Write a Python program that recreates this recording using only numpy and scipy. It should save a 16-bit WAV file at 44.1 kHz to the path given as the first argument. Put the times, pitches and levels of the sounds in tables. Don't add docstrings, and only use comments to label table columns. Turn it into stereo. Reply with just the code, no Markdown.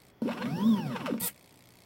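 import sys
import numpy as np
from scipy import signal
from scipy.fft import rfft, irfft, next_fast_len
from scipy.io import wavfile
from scipy.ndimage import map_coordinates

SR = 44100
rng = np.random.default_rng(int(sys.argv[2]) if len(sys.argv) > 2 else 0)


def log_audio(samples):
    frames = np.atleast_2d(samples).T
    limited = np.clip(frames, -1, 1)
    pcm = np.round(limited * 32767).astype(np.int16)
    wavfile.write(sys.argv[1], SR, pcm)


N = 81585

STEP_MULTIPLES = [1, 2, 4.92, 9.84, 16, 24.6, 32]
# step rate in Hz, level in dB.
STEP_LEVELS = [
    [(100, -71), (125, -41.5), (140, -31.5), (158, -28.5), (174, -38.5), (192, -26.5), (205, -25.5),
     (222, -18.5), (235, -20.5)],
    [(60, -57), (85, -42), (100, -49), (112, -29), (128, -33), (145, -48.5), (180, -42), (215, -39.5),
     (235, -43)],
    [(20, -59), (35, -40.5), (48, -32.5), (62, -47), (85, -43), (103, -38.5), (135, -49.5), (175, -44.5),
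     (200, -36.5), (225, -42.5), (235, -67)],
    [(15, -66), (24, -31.5), (35, -62), (80, -50.5), (92, -50), (100, -35.5), (112, -49), (125, -43),
     (150, -54), (190, -50.5), (205, -70)],
    [(8, -67), (12, -41), (15, -22), (21, -37), (27, -26.5), (37, -28.5), (47, -54), (55, -46.5),
     (67, -44.5), (78, -52), (92, -45), (120, -53), (160, -52), (182, -47.5), (195, -51.5), (208, -39.5),
     (220, -48), (235, -44)],
    [(110, -60), (150, -67.5), (200, -55), (235, -59)],
    [(70, -60), (105, -50.5), (130, -59), (170, -50), (195, -60)],
]
STEP_PANS = [0, 4, 0, 0.5, 2.5, -2, -1.5]
# step rate in Hz, level in dB.
RATTLE_LEVELS = [(3, -62), (18, -55.5), (33, -46.5), (40, -46.5), (47, -38.5), (57, -49.5), (66, -57),
                 (77, -39), (88, -57), (100, -33), (110, -58), (119, -46.5), (135, -54.5), (175, -67),
                 (193, -47.5), (210, -59.5)]
# frequency in Hz, relative level in dB.
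RATTLE_COLOUR = [(410, -24), (700, -10), (988, 3), (1500, 0), (1710, -7.5), (2880, -3.5), (3130, -9.5),
                 (4210, -13), (4470, -21.5), (5350, -18.5), (6390, -29), (7370, -22.5), (12000, -46),
                 (15600, -69), (22000, -120)]
# start in seconds, level in dB.
CLACKS = [(.279, -37), (.2905, -32), (.3105, -35.5), (.3155, -41), (.3195, -39), (.3315, -30.5),
          (.376, -39), (.423, -32), (.456, -31), (.961, -34), (1.005, -41), (1.060, -26.5), (1.067, -30),
          (1.111, -38.5), (1.138, -39.5), (1.179, -37)]
# start in seconds, level in dB.
JOLTS = [(.219, -26), (0.257, -30), (1.140, -28), (1.18, -39)]
# pitch in Hz, relative level in dB, seconds to fade by 60 dB.
FRAME_NOTES = [(160, -41, 0.11), (196.7, -9, 0.17), (232.8, 2.5, 0.19), (456, 2, 0.031), (599, -4.5, 0.028),
               (933, -18, 0.049), (1490, -21, 0.017)]
# frequency in Hz, relative level in dB.
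ROLL_COLOUR = [(35, -81), (60, -33), (188, -6.5), (243, -4.5), (286, -19.5), (450, -15.5), (590, -19.5),
               (745, -41.5), (962, -25.5), (1160, -33), (1850, -39), (2500, -66), (3240, -36), (3900, -40),
               (4700, -38.5), (5280, -34), (6360, -42.5), (15800, -51)]
# time in seconds, motor speed in Hz, hiss in dB, whine in dB.
SERVO_RUN = [(1.195, 250, -66, -66), (1.201, 329.3, -36, -54), (1.213, 444.3, -37.5, -43),
             (1.231, 482, -30, -43), (1.243, 484.8, -29, -41), (1.262, 474, -29.5, -42),
             (1.278, 384, -28, -45), (1.29, 284, -46, -43), (1.302, 256, -59, -55), (1.325, 200, -65, -87)]
# multiple of the motor speed, relative level in dB.
GEAR_TONES = [(5.2, -7.5), (7.6, -1.5), (10.5, -3)]
# start in seconds, level in dB.
GEAR_KNOCKS = [(1.2095, -29), (1.222, -32)]
# frequency in Hz, relative level in dB.
TEETH_COLOUR = [(240, -36), (400, -31), (474, -2), (685, -14), (932, -8), (1050, -16), (1350, -7),
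                (1620, -41), (1920, -7), (2170, -23.5), (3090, -14), (3550, -11.5), (5140, -9.5),
                (5810, -15), (8670, -4), (13500, -7), (15800, -6)]
# centre in Hz, width in Hz, relative level in dB.
CASE_RINGS = [(8890, 260, 2), (11930, 240, -2), (13830, 790, -2)]
# frequency in Hz, relative level in dB.
ARM_COLOUR = [(60, -39), (130, -7), (185, 2), (260, -13.5), (500, -35), (1200, -34)]
# first and latest start of a tick cycle in seconds, level in dB.
HOLDS = [(.0015, .105, -49.5), (1.3111, 1.85, -47)]
# delay in seconds, relative level in dB, extra treble in dB.
HOLD_TICKS = [(0, 3, -1), (0.0108, -9, 4.5), (0.0167, 1.5, 7)]
# frequency in Hz, relative level in dB.
TICK_COLOUR = [(900, -8), (1600, -22), (2100, 4.5), (3000, -5), (4400, 3), (5700, -2.5), (8600, -1),
               (11300, -12), (13000, -7.5), (15500, -23)]
# frequency in Hz, relative level in dB.
SIZZLE_COLOUR = [(13000, -42), (15100, -11), (15600, -1), (15900, 1)]
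# frequency in Hz, relative level in dB.
ROOM_COLOUR = [(15, -28), (25, -7), (64, -1), (157, 2), (791, -6), (1590, -14.5), (1930, -11),
               (3050, -20.5), (3300, -9.5), (3880, -30), (4330, -23), (5820, -25), (7830, -38),
               (13100, -29), (15800, -23)]
# frequency in Hz, likeness (1 means the same).
ROOM_LIKENESS = [(30, 0.25), (120, 0.7), (600, 0.67), (2000, 0.087), (10000, 0.14)]
# pitch in Hz, level in dB.
HUM_TONES = [(122, -69), (180, -71)]

START_S, TOP_S, STOP_S = .219, .688, 1.167
TOP_RATE_HZ, RAMP_HZ_PER_S = 234.5, 500
SWELL_LAG_S, WAVER_DB, PHASE_JITTER = .01, 0.8, 0.11
BLUR, BLUR_FROM_HZ = .135, 1180
RATTLE_LAG_S, RATTLE_SLOWING_DB = 0.0065, 1
SQUEAK_S, SQUEAK_WIDTH_S, SQUEAK_HZ, SQUEAK_DB = 0.42, .009, 4220, -43.5
ROLL_DB, ROLL_GROWTH_DB = -36.5, 6.5
THUD_S, THUD_DB, THUD_T60 = 1.212, -36, 0.26
HOLD_CYCLE_S, TICK_RISE_S, TICK_T60 = .0328, 0.0007, 0.014
SIZZLE_DB, SIZZLE_DB_PER_HZ = -47, 0.13
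ECHO_T60, ECHO_DB, ROOM_DB = 0.079, -4, -59.5
BASS_CUT_HZ, TREBLE_CUT_HZ, LEFT_LEAD_S = 126, 15900, .00008


def steppers():
    rate = step_rate(clock())
    phase = 2 * np.pi * np.cumsum(rate) / SR
    out = 0
    for k, levels, pan in zip(STEP_MULTIPLES, STEP_LEVELS, STEP_PANS):
        highness = np.clip(k * rate / BLUR_FROM_HZ - 1, 0, 1)
        blur = BLUR * k * (1 - rate / TOP_RATE_HZ) * highness * wobble(420)
        tone = np.sin(k * phase + PHASE_JITTER * np.sqrt(k) * wobble(90) + blur)
        felt_rate = step_rate(clock() - SWELL_LAG_S) if k <= 2 else rate
        level_db = along(levels, felt_rate) + WAVER_DB * wobble(69.94)
        out = out + placed(tone * amp(level_db), pan)
    return out * moving(release_s=0.0055)


def step_rate(t):
    return np.maximum(TOP_RATE_HZ - RAMP_HZ_PER_S * np.abs(t - TOP_S), 0)


def moving(release_s):
    t = clock()
    return (t > START_S) * np.exp(-np.maximum(t - STOP_S, 0) / release_s)


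def rattle():
    def chattering():
        hits = impacts(per_s=520, scatter=0.27, spread_db=1.2)
        return coloured(hits + .5 * rng.standard_normal(N), RATTLE_COLOUR)

    t = clock()
    late = t - RATTLE_LAG_S
    level_db = along(RATTLE_LEVELS, step_rate(late)) + RATTLE_SLOWING_DB * (late > TOP_S)
    chatter = spread(chattering, pan_db=0) * amp(level_db) * moving(release_s=0.0099)
    clack = spread(lambda: noise(RATTLE_COLOUR) + amp(-28) * rng.standard_normal(N), pan_db=4)
    squeak = np.sin(2 * np.pi * SQUEAK_HZ * t) * np.exp(-((t - SQUEAK_S) / SQUEAK_WIDTH_S) ** 2)
    return chatter + clack * bursts(CLACKS, t60=.017) + amp(SQUEAK_DB) * squeak


def jolts(click_db=-42):
    out = noise([(500, -10), (4000, -6), (14000, -18)]) * bursts([(START_S, click_db)], t60=0.0092)
    for start, jolt_db in JOLTS:
        age = np.maximum(clock() - start, 0)
        for k, (hz, note_db, t60) in enumerate(FRAME_NOTES):
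            fade = amp(jolt_db + note_db - 60 * age / t60)
            out = out + (-1) ** k * fade * np.sin(2 * np.pi * hz * age)
    return placed(out, pan_db=4)


def carriage():
    level_db = ROLL_DB + ROLL_GROWTH_DB * (step_rate(clock()) / TOP_RATE_HZ - 1)
    rustle = noise(ROLL_COLOUR) * amp(level_db + wobble(61.1))
    return placed(rustle * moving(release_s=0.0092), pan_db=3)


def servo():
    t = clock()
    times, *columns = np.transpose(SERVO_RUN)
    speed, hiss_db, whine_db = (np.interp(t, times, column) for column in columns)
    running = (t > times[0]) & (t < times[-1])
    phase = 2 * np.pi * np.cumsum(speed) / SR
    motor = sum(np.sin(k * phase) / k for k in range(1, 5)) * (speed / speed.max()) ** 4
    gears = sum(amp(db) * np.sin(k * phase + .85 * wobble(650)) for k, db in GEAR_TONES)
    whine = running * amp(whine_db) * (gears + amp(1) * motor)
    hiss = spread(gear_hiss, pan_db=3) * (running * amp(hiss_db) + bursts(GEAR_KNOCKS, t60=0.014))
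    return hiss + whine


def gear_hiss(teeth_db=-2, case_db=-6.5):
    def resonances(f):
        return sum(amp(db) * 1j * f * width / (hz * hz - f * f + 1j * f * width)
                   for hz, width, db in CASE_RINGS)

    teeth = impacts(per_s=2400, scatter=.25, spread_db=2) + rng.standard_normal(N)
    case = unit(filtered(teeth, resonances))
    return amp(teeth_db) * coloured(teeth, TEETH_COLOUR) + amp(case_db) * case


def pen_arm(rise_s=0.0017):
    age = np.maximum(clock() - THUD_S, 0)
    rise = (1 - np.exp(-age / rise_s)) ** 2
    return noise(ARM_COLOUR) * rise * amp(THUD_DB - 60 * age / THUD_T60)


def holding_ticks():
    t, out = clock(), 0
    for delay, tick_db, treble_db in HOLD_TICKS:
        tick = spread(lambda: noise(TICK_COLOUR), pan_db=2)
        tick = filtered(tick, lambda f: amp(along([(8000, 0), (13000, treble_db)], f)))
        for first, latest, hold_db in HOLDS:
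            age = (t - first - delay) % HOLD_CYCLE_S
            level = amp(hold_db + tick_db - 60 * age / TICK_T60) * (1 - np.exp(-age / TICK_RISE_S))
            out = out + tick * level * (t > first + delay) * (t - age < latest)
    return out


def sizzle():
    level_db = SIZZLE_DB + SIZZLE_DB_PER_HZ * (step_rate(clock()) - TOP_RATE_HZ)
    return placed(noise(SIZZLE_COLOUR) * amp(level_db), pan_db=12)


def reflections(x):
    t = np.arange(SR // 5) / SR
    tail = rng.standard_normal((2, len(t))) * amp(-60 * t / ECHO_T60) * (t > .001)
    echoes = signal.fftconvolve(x, tail / np.linalg.norm(tail[0]), axes=1)[:, :N]
    return filtered(echoes, lambda f: amp(ECHO_DB + along([(220, -5), (600, 1), (1500, 1)], f)))


def room_tone():
    def width(f):
        return np.arccos(np.clip(along(ROOM_LIKENESS, f), -1, 1)) / 2

    mid = filtered(noise(ROOM_COLOUR), lambda f: np.cos(width(f)))
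    side = filtered(noise(ROOM_COLOUR), lambda f: np.sin(width(f)))
    hum = sum(amp(db + 2.7 * wobble(8.12)) * np.sin(2 * np.pi * hz * clock() + 0.48 * wobble(9.8))
              for hz, db in HUM_TONES)
    return amp(ROOM_DB) * np.array([mid + side, mid - side]) + hum


def amp(db):
    return 10 ** (np.asarray(db) / 20)


def unit(x):
    return x / np.sqrt(np.mean(x ** 2) + 1e-20)


def clock():
    return np.arange(N) / SR


def along(points, hz):
    freqs, values = np.transpose(points)
    return np.interp(np.log(hz + 1), np.log(freqs + 1), values)


def wobble(per_s):
    return map_coordinates(rng.standard_normal(int(N * per_s / SR) + 4), [clock() * per_s])


def filtered(x, response):
    size = next_fast_len(N + SR // 4)
    return irfft(rfft(x, size) * response(np.fft.rfftfreq(size, 1 / SR)), size)[..., :N]


def coloured(x, points):
    size = 4096
    cepstrum = irfft(np.log(amp(along(points, np.fft.rfftfreq(size, 1 / SR)))))
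    cepstrum[1:size // 2] *= 2
    cepstrum[size // 2 + 1:] = 0
    ring = irfft(np.exp(rfft(cepstrum)))
    return unit(signal.fftconvolve(x, ring)[:N])


def noise(points):
    return coloured(rng.standard_normal(N), points)


def impacts(per_s, scatter, spread_db):
    timing, force = rng.standard_normal((int(per_s * N / SR), 2)).T
    at = (np.arange(len(timing)) + scatter * timing) / per_s * SR
    hits = amp(spread_db * force) * rng.choice([-1, 1], len(force))
    return unit(np.bincount(np.clip(at, 0, N - 1).astype(int), hits, N))


def bursts(rows, t60):
    t = clock()
    return sum((t > start) * amp(db - 60 * np.maximum(t - start, 0) / t60) for start, db in rows)


def placed(x, pan_db):
    return x * amp([[pan_db / 2], [-pan_db / 2]])


def spread(make, pan_db, side_db=-1.5):
    return placed(unit(make() + amp(side_db) * np.array([make(), make()])), pan_db)


def scene():
    bass_cut = signal.butter(3, BASS_CUT_HZ, "high", fs=SR, output="sos")
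    frame = signal.sosfilt(bass_cut, steppers() + rattle() + jolts())
    machine = frame + carriage() + servo() + pen_arm()
    ticks = holding_ticks()
    lead_s = LEFT_LEAD_S * np.array([[.5], [-.5]])
    direct = filtered(machine + ticks, lambda f: np.exp(2j * np.pi * f * lead_s))
    return direct + reflections(machine + .5 * ticks) + room_tone() + sizzle()


def record(dry):
    return filtered(dry, lambda f: f < TREBLE_CUT_HZ)


dry = scene()
out = record(dry)
log_audio(out)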